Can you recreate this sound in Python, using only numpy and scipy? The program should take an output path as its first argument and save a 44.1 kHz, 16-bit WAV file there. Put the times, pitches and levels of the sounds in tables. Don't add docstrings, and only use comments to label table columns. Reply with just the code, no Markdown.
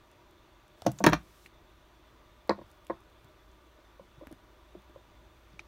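import sys
import numpy as np
from scipy import signal
from scipy.fft import rfft, irfft
from scipy.io import wavfile
from scipy.ndimage import uniform_filter1d

SR = 44100
rng = np.random.default_rng(int(sys.argv[2]) if len(sys.argv) > 2 else 0)


def boost_factor(decibels):
    exponent = np.asarray(decibels, float) / 20
    return 10 ** exponent


def generate_wav(signal):
    frames = np.transpose(np.atleast_2d(signal))
    scaled = np.clip(frames, -1, 1) * 32767
    pcm = np.round(scaled).astype(np.int16)
    wavfile.write(sys.argv[1], SR, pcm)


N = 250311

# frequency in Hz, level in dB per Hz.
AIR = [(20, -44), (35, -20), (52, 3), (82, -20.5), (110, -14.5), (160, -17.5), (400, -18), (800, -20.5),
       (1300, -21.5), (2500, -26), (4200, -31.5), (5200, -37), (8000, -41.5), (15300, -41)]
# centre in Hz, width in Hz, level in dB.
FAN_BANDS = [(56, 15.8, 7), (103.3, 18, 9), (333.4, 33.3, 11.5), (370.3, 28.3, 5.5), (611.5, 29.3, 13),
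             (971, 94, 7.5), (1179, 67, 8.5), (1465, 14, 5.5), (2470, 41, 0), (3440, 41, 12),
             (3662, 12, 12.5), (3750, 1000, 1), (6000, 25, 8.5), (6040, 1300, 3.5), (10570, 570, -8)]
# frequency in Hz, t60 in seconds.
ROOM = [(120, 0.3), (400, 0.12), (1200, .15), (4000, 0.15), (12000, 0.094), (15500, .04)]
# frequency in Hz, level in dB per Hz.
CLOTH = [(1500, -14), (3000, 0), (6000, -0.5), (10000, -5), (15000, -5), (16500, -8.5)]
# start in seconds, length in seconds, level in dB, swell in dB.
RUSTLE_STROKES = [
    (0.757, 0.28, -73, 8),
    (1.13, 0.356, -71.5, 8),
    (2.65, 0.14, -76, -6),
    (2.495, .04, -63, -8),
]
# start in seconds, level in dB, centre in Hz.
NAILS = [(.1145, -55, 8000), (.31, -58, 10000), (.68, -57, 7100), (1.462, -55, 6000), (1.812, -66, 5000),
         (2.475, -55, 12000), (4.195, -64, 8000), (4.894, -63, 7500), (2.703, -60, 9500),
         (2.714, -52, 9000), (2.848, -58, 11000), (2.868, -48, 7000), (3.005, -60, 9000), (3.1, -64, 10000),
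         (3.245, -57, 9000), (4.27, -48, 9600), (4.315, -53, 8000), (4.3257, -49.5, 8000),
         (4.82, -61, 9000), (5.5927, -47, 5000)]
# start in
# seconds, level in dB, centre in Hz, t60 in seconds.
SPRINGS = [(5.596, -48, 3000, .055), (0.82, -33, 5500, 0.0072), (.917, -37.5, 10300, 0.014),
           (.98, -48, 11000, .01), (.987, -38, 4500, 0.03), (.998, -47, 13000, .012),
           (1.097, -35, 10900, 0.011), (1.1314, -12.5, 1800, 0.0038), (4.271, -35, 1700, 0.0045),
           (4.327, -43, 1200, 0.014)]
# start in seconds, level in dB, centre in Hz, t60 in seconds.
PINGS = [(1.0645, -29, 15500, .016), (1.042, -36, 11200, .012), (.9125, -58, 14000, .008),
         (1.1345, -36, 5100, 0.014), (1.46, -42, 2050, 0.021), (1.4605, -42, 2550, .018),
         (1.461, -54, 4300, 0.014), (2.4945, -25, 4450, .012), (2.508, -52, 4150, .045),
         (.988, -46, 5400, .015), (2.878, -62, 12500, .02), (2.4945, -46, 7600, .014),
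         (2.902, -57, 4270, 0.03), (2.868, -50, 2700, 0.011), (3.515, -59, 7000, 0.013),
         (3.67, -65, 7000, .012), (5.531, -60, 4300, 0.0094)]
# start in seconds, level in dB, ring in Hz, t60 in seconds.
BUMPS = [(2.497, -24, 200, .07), (.822, -40, 95, .06), (4.272, -40, 90, .05), (4.326, -42, 110, .05),
         (1.45, -53, 200, 0.093), (0.821, -29.5, 695, 0.015), (3.245, -44, 130, 0.063),
         (3.787, -44, 355, 0.05), (3.995, -34, 545, 0.037), (4.005, -47.5, 195, 0.11),
         (4.178, -40, 130, 0.052), (4.21, -36, 540, 0.062), (4.219, -35.5, 325, 0.077),
         (4.234, -36, 580, 0.025), (4.271, -32, 250, 0.019), (4.309, -36, 330, 0.07),
         (4.324, -32.5, 260, 0.026), (4.748, -40.5, 610, 0.011), (4.75, -31.5, 349, 0.056),
         (4.762, -44, 192, 0.14), (4.894, -45, 327, 0.063), (4.959, -33.5, 550, 0.038),
         (5.532, -47.5, 179, 0.096), (5.573, -52, 250, .05)]
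# start in seconds, level in dB, ring in Hz, t60 in seconds.
BOOMS = [(.872, -16, 128, .1), (.89, -26, 150, .04), (1.066, -7, 320, .035), (1.011, -18, 190, 0.11),
         (1.042, -12, 190, 0.036), (1.062, -12, 125, .11), (1.0673, -0.5, 191, 0.046),
         (1.085, -9.5, 170, .045), (1.104, -21, 174, 0.037), (1.123, -11, 203, 0.047),
         (1.134, -17.5, 160.3, 0.073), (1.09, -25.5, 57.3, 0.23)]
# frequency in Hz, level in dB, t60 in seconds.
CLIP = [(2385, -32, 0.008), (1270, -47, 0.011), (820, -44, 0.0076), (3740, -49, .008), (6070, -43, 0.005)]
# frequency in Hz, level in dB, t60 in seconds, rise in ms.
HANDLE = [(68.5, -39.5, 0.24, 17), (143, 1, .09, 18), (190, 5.5, 0.06, 9.6), (260, -5.5, 0.047, 7.1),
          (325, -9, 0.087, 4.8), (536, -3, 0.041, 0.81), (619, 0, 0.033, 4.3), (723, 0, 0.042, 2.6),
          (900, -8, 0.046, 1), (1097, -14, 0.06, .8), (1505, -22, 0.085, 0.9), (1800, -43.5, .03, .6),
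          (2430, -21.5, 0.01, 0.45)]
# frequency in Hz, level in dB, t60 in seconds, rise in ms.
JAWS = [(296, 0, 0.054, 0.83), (329, 0.5, 0.051, 1), (462, -7, 0.056, 2.4), (596.5, -2, 0.047, 1.4),
        (717, -5, 0.045, 1.8), (917, -3, 0.054, 1.3), (1107, -6.5, 0.048, 2.3), (1150, -2, 0.035, 0.91),
        (1366, -12, 0.062, 0.67), (1640, -7.5, 0.05, 0.25), (1750, -0.5, 0.02, 0.41),
        (2085, -10.5, 0.021, 0.26), (2350, -12, 0.046, 0.37), (2700, -18.5, 0.046, 0.37),
        (3184, -16.5, 0.037, 0.44), (3835, -22, 0.082, .4), (4270, -20, 0.054, .4),
        (5280, -21.5, 0.031, .3), (6440, -38, 0.018, .3), (11400, -31.5, 0.01, .3), (15300, -27, 0.008, .3)]
# frequency in Hz, level in dB, t60 in seconds, rise in ms.
HOUSING = [(85, -30, 0.14, 15), (136, -24.5, 0.17, 19), (210, -12, 0.08, 8.5), (338.3, -2.5, 0.077, 3.1),
           (460, -11.5, 0.071, 1.9), (545, 4, 0.033, 2.5), (638, 5.5, 0.015, 1.04), (830, -12, 0.035, 0.94),
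           (963, 1.5, 0.035, 3.3), (1066, -2.5, 0.059, 2.9), (1250, -18, 0.066, 0.74),
           (1467, -20.5, 0.06, 1.1), (1674, -18, 0.05, .8), (1883, -14.5, 0.032, 0.31),
           (2170, -20, 0.024, 0.35), (2510, -31, 0.038, 0.43)]
# frequency in Hz, level in dB per Hz.
CRACK = [(470, -28.5), (800, -4.5), (1970, -8), (4710, -13), (5990, -5), (6800, -14.5), (8020, -24),
         (11100, -21), (14500, -26.5), (15500, -17.5), (16500, -29)]
# frequency in Hz, level in dB per Hz.
THUD = [(500, -30), (900, -10), (2000, -6), (4500, 2), (6000, -20), (8000, -15), (15500, -26)]
# start in seconds, level in dB, bass in dB, tilt in dB per octave, crack in dB.
HANDLE_BLOWS = [
    (0.8504, -38.5, -9, -7.5, -15),
    (0.8637, -9.5, -10, -5, -20),
    (0.8669, -16, -9, -7, -11),
    (1.0042, -22.5, -8, -1.5, -33),
]
# start in seconds, level in dB, bass in dB, tilt in dB per octave, crack in dB.
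JAW_BLOWS = [(1.04, -15, 3, 0.79, -5), (1.044, -16, -7, 0.35, -13), (1.064, -16, 11, 1.2, 1.5),
             (1.067, -10, -6, 0.85, -14), (1.0719, -19, -1.5, -0.78, -14), (1.076, -19, 11, -0.95, -24),
             (1.088, -23.5, 0, -1.3, -11), (1.123, -23, -10, .1, -22), (1.1318, -17, -10, 1.8, -9),
             (1.14, -29.5, 7, -0.72, -3)]
# start in seconds, level in dB, bass in dB, tilt in dB per octave, crack in dB.
HOUSING_BLOWS = [(2.4933, -14, 7.5, 0.8, -41), (2.5054, -19, 13, 2.5, -31), (2.518, -36, 2, 4, -25),
                 (2.579, -45, -5, -11, -35), (2.587, -37.5, -2, -6.5, -30), (2.613, -40.5, 6, -4, -28),
                 (2.898, -22.5, -2, -2.5, -38), (2.905, -26, -1, -0.5, -34)]
LOOSE = {"handle": .15, "jaws": .3, "housing": .05}
CHATTER_MS = {"handle": 2.5, "jaws": 2.7, "housing": 2.6}


def evened(x):
    return x / np.sqrt(np.mean(x ** 2) + 1e-20)


def read(points, hz):
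    f, value = np.transpose(points)
    return np.interp(np.log(hz + 1), np.log(f + 1), value)


def add(mix, s, sound):
    part = mix[round(s * SR):][:len(sound)]
    part += sound[:len(part)]


def coloured(db, size):
    hz = np.fft.rfftfreq(size, 1 / SR)
    spectrum = rfft(rng.standard_normal(size)) * boost_factor(db(hz))
    return evened(irfft(spectrum, size))


def ring(t, hz, db, t60, rise_ms, wander=0):
    decay = boost_factor(db - 60 * (t / t60) ** 0.93)
    rise = (1 - np.exp(-1500 * t / rise_ms)) ** 2
    return decay * rise * np.sin(2 * np.pi * hz * t + wander)


def air():
    frames, hz = N // 512 + 5, np.fft.rfftfreq(2048, 1 / SR)
    real, imag, patches = rng.standard_normal((frames, 1025, 3)).T
    patches = uniform_filter1d(patches, size=20, axis=0)
    patches = evened(uniform_filter1d(patches, size=8, axis=1))
    hums_db = sum(db / (1 + ((hz - f) / (0.5 * width)) ** 2) for f, width, db in FAN_BANDS)
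    level_db = (read(AIR, hz) + hums_db)[:, None] + 0.9 * patches
    spectra = (real + 1j * imag) * boost_factor(level_db)
    wash = signal.istft(spectra, nperseg=2048, noverlap=1536)[1][:N]
    return boost_factor(-60.5 + 0.09 * np.arange(N) / SR) * evened(wash)


def hum():
    t = np.arange(N) / SR
    drift_hz = 3.02 * evened(uniform_filter1d(rng.standard_normal(N), size=9000))
    phase = 2 * np.pi * np.cumsum(54.0 + drift_hz) / SR
    return boost_factor(-68 + 1.6 * t) * np.sin(phase)


def room(x):
    taps = np.zeros(SR // 2)
    at = np.arange(200, SR // 2 - 20, 20)
    taps[at + rng.integers(0, 20, len(at))] = rng.choice([-1., 1.], len(at))
    hz, t, z = signal.stft(taps, SR, nperseg=256)
    decay = boost_factor(-60 * t / read(ROOM, hz)[:, None])
    tail = signal.istft(z * decay, SR, nperseg=256)[1]
    return signal.fftconvolve(x, tail / np.linalg.norm(tail))[:N]


def rustle():
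    t, out = np.arange(N) / SR, np.zeros(N)
    hiss = coloured(lambda f: read(CLOTH, f), size=N)
    grains = boost_factor(0.8 * evened(uniform_filter1d(rng.standard_normal(N), size=150)))
    for s, length, db, swell_db in RUSTLE_STROKES:
        fade = np.clip(np.minimum(t - s, s + length - t) / 0.016, 0, 1)
        stroke_db = db - 2.0 + swell_db * np.clip((t - s) / length, 0, 1)
        out += fade * boost_factor(stroke_db) * hiss * grains
    return out


def tick(s, db, hz, width_hz, t60):
    t = np.arange(2048) / SR
    band_db = lambda f: -10 * np.log10(1 + ((f - hz) / width_hz) ** 4)
    click = np.roll(irfft(boost_factor(band_db(np.fft.rfftfreq(len(t), 1 / SR)))), 24)
    click = click / click.max() * (t < 0.01)
    grit = coloured(band_db, size=len(t)) * boost_factor(-60 * t / t60) * np.minimum(t / 0.0003, 1)
    return s, boost_factor(db - 3.5) * (grit + 0.99 * click)


def bump(s, db, hz, t60, rise_ms, overtone_db):
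    t = np.arange(SR // 8) / SR
    low = ring(t, hz, db, t60, rise_ms)
    overtone = ring(t, 1.86 * hz, db + overtone_db, 0.58 * t60, 0.5 * rise_ms)
    return s, low + overtone


def snap():
    t = np.arange(SR // 8) / SR
    return 5.5931, sum(ring(t, hz, db + 15, t60, rise_ms=1.3) for hz, db, t60 in CLIP)


def blow(modes, colour, slack, s, db, bass_db, tilt_db, crack_db, chatter_ms):
    t = np.arange(SR // 4) / SR
    hz, mode_db, t60, rise_ms = np.transpose(modes)[:, :, None]
    spot_db = bass_db / (1 + (hz / 260) ** 4) + tilt_db * np.log2(hz / 600)
    loose, side = rng.uniform(-1, 1, (2, len(modes), 1))
    walk = rng.standard_normal((len(modes), len(t))).cumsum(axis=1)
    walk = uniform_filter1d(uniform_filter1d(walk, size=40), size=40)
    rattle = np.sqrt(slack * hz / SR) * (walk - walk[:, :1]) * (hz > 400)
    rings = ring(t, hz * (1 + 0.019 * loose), mode_db + spot_db, t60, rise_ms, rattle)
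    body = (np.sign(side) * rings).sum(0)
    crack = coloured(lambda f: read(colour, f), size=len(t))
    crack *= np.exp(-(1000 * t / chatter_ms) ** 2)
    dull_db = lambda f: read(colour, f) - 2.6 * np.log2(1 + f / 1500) - 9 * (f / 15500) ** 8
    scatter = coloured(dull_db, size=len(t)) * boost_factor(-15.5 - 60 * t / 0.1)
    contact = boost_factor(crack_db) * (crack + scatter) * np.minimum(t / 0.00046, 1)
    return s, boost_factor(db - 1.5) * (body + contact)


def scene():
    bench = np.zeros(N)
    for s, db, hz in NAILS:
        add(bench, *tick(s, db, hz, width_hz=0.62 * hz, t60=0.012))
    for rows, width in ((SPRINGS, 0.62), (PINGS, 0.12)):
        for s, db, hz, t60 in rows:
            add(bench, *tick(s, db, hz, width * hz, t60))
    for rows, rise, overtone_db in ((BUMPS, 0.057, -8), (BOOMS, 0.13, -11.5)):
        for s, db, hz, t60 in rows:
            add(bench, *bump(s, db, hz, t60, 1000 * rise * t60, overtone_db))
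    bodies = ((HANDLE, CRACK, "handle", HANDLE_BLOWS),
              (JAWS, CRACK, "jaws", JAW_BLOWS),
              (HOUSING, THUD, "housing", HOUSING_BLOWS))
    for modes, colour, name, blows in bodies:
        for row in blows:
            add(bench, *blow(modes, colour, LOOSE[name], *row, CHATTER_MS[name]))
    echo = boost_factor(-15.5) * room(bench)
    add(bench, *snap())
    return (bench + echo + rustle() + air() + hum())[None]


def top_cut(x):
    return signal.sosfilt(signal.butter(12, 16990, fs=SR, output="sos"), x)


def record(dry):
    edge = signal.firwin(255, 15850, window=("kaiser", 5), fs=SR)
    mix = signal.oaconvolve(dry, edge[None], "same")
    return top_cut(mix)


dry = scene()
out = record(dry)
generate_wav(out)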